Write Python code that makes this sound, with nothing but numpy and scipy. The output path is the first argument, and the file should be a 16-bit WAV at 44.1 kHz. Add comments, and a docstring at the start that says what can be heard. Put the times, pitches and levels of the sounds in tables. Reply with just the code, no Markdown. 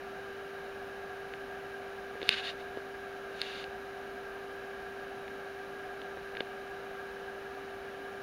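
"""A steady hum and whir, very close, over the low outdoor hiss of a quiet lawn.
The microphone sits in a hand-held camera: its mechanism hums, its cavities lift the hiss into a whir.
Right at the microphone, fingers shift their grip: the plastic shell clicks and rings,
the whole camera rocks with dull bumps, and skin slides across it in short scrapes."""
import sys
import numpy as np
from scipy import signal
from scipy.fft import rfft, irfft, next_fast_len
from scipy.io import wavfile

SR = 44100
rng = np.random.default_rng(int(sys.argv[2]) if len(sys.argv) > 2 else 0)


def unload_audio(sound):
    """Save the sound as a 16-bit wav file, at the path given as the first command line argument."""
    columns = np.transpose(np.atleast_2d(sound))
    # keep every value between -1 and 1, then stretch to whole-number steps
    steps = np.round(np.clip(columns, -1, 1) * 32767)
    wavfile.write(sys.argv[1], SR, steps.astype(np.int16))


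N = 362502
TIME = np.arange(N) / SR

# outdoor hiss, before the cavities colour it: f/Hz, level/dB per Hz
HISS_SPECTRUM = [(20, -91), (55, -82), (130, -85), (235, -79), (370, -83.5), (560, -78.5), (1080, -88.5),
                 (2000, -92), (2800, -91), (3300, -96.5), (4700, -100.5), (6500, -103.5), (9500, -106.5),
                 (16000, -113)]
# resonances that lift narrow bands of the hiss into a steady whir: f/Hz, width/Hz, boost/dB
CAVITY_MODES = [(734.8, 91, 13), (1194, 99, 9.5), (1362, 60, 8), (1619.5, 235, 20), (2303, 260, 4),
                (3010, 210, 4), (3890, 340, 6)]
# steady tones of the mechanism: f/Hz, rms level/dB, wavering share (0 to 1)
MOTOR_TONES = [(393.8, -46.5, .02), (55, -76.5, 1), (274.8, -67.5, 0.54), (448.2, -63.5, 0.73),
               (494, -63.5, 0.52), (946, -72.5, 0.22), (1908, -75, 0.3)]
# ringing of the plastic shell around the microphone: f/Hz, width/Hz, boost/dB
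SHELL_MODES = [(1610, 410, 9.5), (2150, 150, 4.5), (2635, 290, 5), (2860, 150, 4.5), (3680, 530, 8),
               (4300, 220, 5.5), (4740, 290, 2), (6500, 700, 9), (9440, 4100, 10.5), (12400, 1200, 1)]
# resonances of the panel under the sliding finger: f/Hz, width/Hz, boost/dB
PANEL_MODES = [(2890, 180, 5), (3730, 200, 2.5)]
# strokes of a finger on the case: t/s at full pressure, swell/s, hold/s, friction level/dB
FINGER_STROKES = [(2.327, 0.092, 0.017, -33.5), (2.379, 0.097, 0.02, -37.5), (2.451, 0.055, 0.048, -37.5),
                  (2.6, 0.063, .012, -56), (3.427, .12, 0.2, -44.5)]
# contacts of the grip: t/s, click level/dB, thud level/dB, contact cutoff f/Hz, touched spot f/Hz
GRIP_CONTACTS = [(1.3374, -28, -48, 2900, 1750), (2.1548, -46, -33, 1580, 1000),
                 (2.2164, -26, -30, 3500, 2200), (2.229, -26, -27.5, 4200, 3700),
                 (2.2912, -2.5, -29, 11400, 2620), (2.7726, -39.5, -27.5, 4300, 3000),
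                 (3.4162, -15, -43, 12500, 4200), (3.6413, -27, -46, 4800, 2780),
                 (5.28, -33, -40, 2700, 1800), (6.017, -33.5, -42, 4300, 3200),
                 (6.172, -35, -32, 1800, 1100), (6.3518, -31, -48, 2800, 2000),
                 (6.3686, -30, -51, 2800, 2000), (6.3703, -24, -36, 3370, 1500),
                 (6.405, -20, -35, 3350, 1290), (6.4064, -21, -24, 3650, 3220)]


def from_db(db):
    """Decibels to gain."""
    return 10 ** (np.asarray(db) / 20)


def rms_one(x):
    """Scale to unit rms."""
    return x / np.sqrt(np.mean(x ** 2) + 1e-20)


def peak_one(x):
    """Scale to unit peak."""
    return x / np.max(np.abs(x))


def cut(x, hz, kind, order=2):
    """Butterworth low- or high-pass."""
    return signal.sosfilt(signal.butter(order, hz, kind, fs=SR, output="sos"), x)


def resonate(x, modes):
    """A chain of resonant boosts, one for each row of f/Hz, width/Hz, boost/dB."""
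    for hz, width_hz, boost_db in modes:
        angle = 2 * np.pi * hz / SR
        height = from_db(boost_db / 2)
        damping = np.sin(angle) * width_hz / (2 * hz)
        x = signal.lfilter([1 + damping * height, -2 * np.cos(angle), 1 - damping * height],
                           [1 + damping / height, -2 * np.cos(angle), 1 - damping / height], x)
    return x


def drift(rate_hz):
    """Smooth random motion with unit rms."""
    pole = np.exp(-2 * np.pi * rate_hz / SR)
    smoothed = signal.lfilter([1], [1, -2 * pole, pole ** 2], rng.standard_normal(N + SR))
    return rms_one(smoothed[SR:])


def outdoor_hiss():
    """The open air over the lawn: steady noise, strongest in the lows."""
    hz, level_db = np.transpose(HISS_SPECTRUM)
    size = next_fast_len(N)
    bin_hz = np.maximum(np.fft.rfftfreq(size, 1 / SR), 1)
    bin_db = np.interp(np.log(bin_hz), np.log(hz), level_db)
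    gain = from_db(bin_db) * np.sqrt(SR / 2)
    return irfft(rfft(rng.standard_normal(size)) * gain, size)[:N]


def cavity_whir(hiss):
    """Cavities around the microphone lift narrow bands of the hiss into a whir."""
    return resonate(hiss, CAVITY_MODES)


def motor_hum(waver_hz=3.5):
    """Inside the case: one nearly pure motor tone, and weaker ones that waver in level and phase."""
    out = np.zeros(N)
    for hz, level_db, share in MOTOR_TONES:
        waver = (drift(waver_hz) + 1j * drift(waver_hz)) / np.sqrt(2)
        swing = np.sqrt(1 - share ** 2) + share * waver
        tone = np.exp(2j * np.pi * (hz * TIME + rng.random()))
        out += from_db(level_db) * np.sqrt(2) * np.real(swing * tone)
    return out


def shell(force, high_hz, treble_db, low_hz=1900):
    """The plastic passes a middle band to the microphone, with some treble, and rings briefly."""
    force = cut(force, low_hz, "high")
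    middle = cut(force, high_hz, "low", order=14)
    treble = from_db(treble_db) * cut(force, high_hz, "high")
    return resonate(middle + treble, SHELL_MODES)


def finger_friction(swell_db=21, sag_db_per_s=12, lift_db_per_s=620):
    """Each stroke presses down, eases during the hold and lifts; the firmest sets the friction in dB."""
    strokes = []
    for full_s, swell_s, hold_s, level_db in FINGER_STROKES:
        age = TIME - full_s
        swell = swell_db * np.minimum(age, 0) / swell_s
        sag = sag_db_per_s * np.maximum(age, 0)
        lift = lift_db_per_s * np.maximum(age - hold_s, 0)
        strokes.append(level_db + swell - sag - lift)
    return np.max(strokes, axis=0)


def skin_slide(soft_hz=3400, grain_db=1.0, grain_hz=150, rasp_db=-30.5, rasp_growth=0.66):
    """Beside the microphone, skin catches and lets go in countless tiny slips that drive the shell."""
    friction_db = finger_friction()
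    slips = rng.standard_normal(N) * from_db(grain_db * drift(grain_hz))
    rubbed = resonate(cut(slips, soft_hz, "low"), PANEL_MODES)
    scrape = rms_one(shell(rubbed, high_hz=4900, treble_db=-25.0))
    # an airy rasp comes straight from the skin and grows more slowly with pressure
    airy = cut(rng.standard_normal(N), hz=4400, kind="high")
    rasp = rms_one(cut(airy, hz=8000, kind="low", order=4))
    return from_db(friction_db) * scrape + from_db(rasp_db + rasp_growth * friction_db) * rasp


def grip_knocks(thud_hz=438, thud_width_hz=163, spot_width_hz=900, spot_db=8.0, push_db=-32.0):
    """Each contact snaps the shell and rocks camera and microphone in a low, quickly damped thud."""
    tap = signal.unit_impulse(SR // 20)
    rocking = signal.lfilter(*signal.iirpeak(thud_hz, thud_hz / thud_width_hz, fs=SR), tap)
    thud = peak_one(cut(rocking, hz=750, kind="low"))
    # the flexing wall presses on the air inside
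    push = from_db(push_db) * peak_one(cut(tap, hz=180, kind="low"))
    out = np.zeros(N)
    for start_s, click_db, thud_db, contact_hz, spot_hz in GRIP_CONTACTS:
        contact = cut(tap, contact_hz, "low", order=4)   # a softer contact is duller
        touched = resonate(contact, [(spot_hz, spot_width_hz, spot_db)])
        click = peak_one(shell(touched, high_hz=5080, treble_db=-21.5))
        start = round(start_s * SR)
        out[start:start + len(tap)] += from_db(click_db) * (click + push) + from_db(thud_db) * thud
    return out


def scene():
    """At the one microphone: hiss, whir and hum behind, the handling in front."""
    background = cavity_whir(outdoor_hiss()) + motor_hum()
    handling = grip_knocks() + skin_slide()
    return (background + handling)[None, :]


def record(dry, notch_hz=7865, notch_width_hz=1980, cutoff_hz=15800):
    """After the microphone, the camera notches out a treble band and cuts the top steeply."""
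    notch = signal.iirnotch(notch_hz, notch_hz / notch_width_hz, fs=SR)
    top_cut = signal.ellip(12, .1, 70, cutoff_hz, fs=SR, output="sos")
    return signal.sosfilt(top_cut, signal.lfilter(*notch, dry))


dry = scene()
out = record(dry)
unload_audio(out)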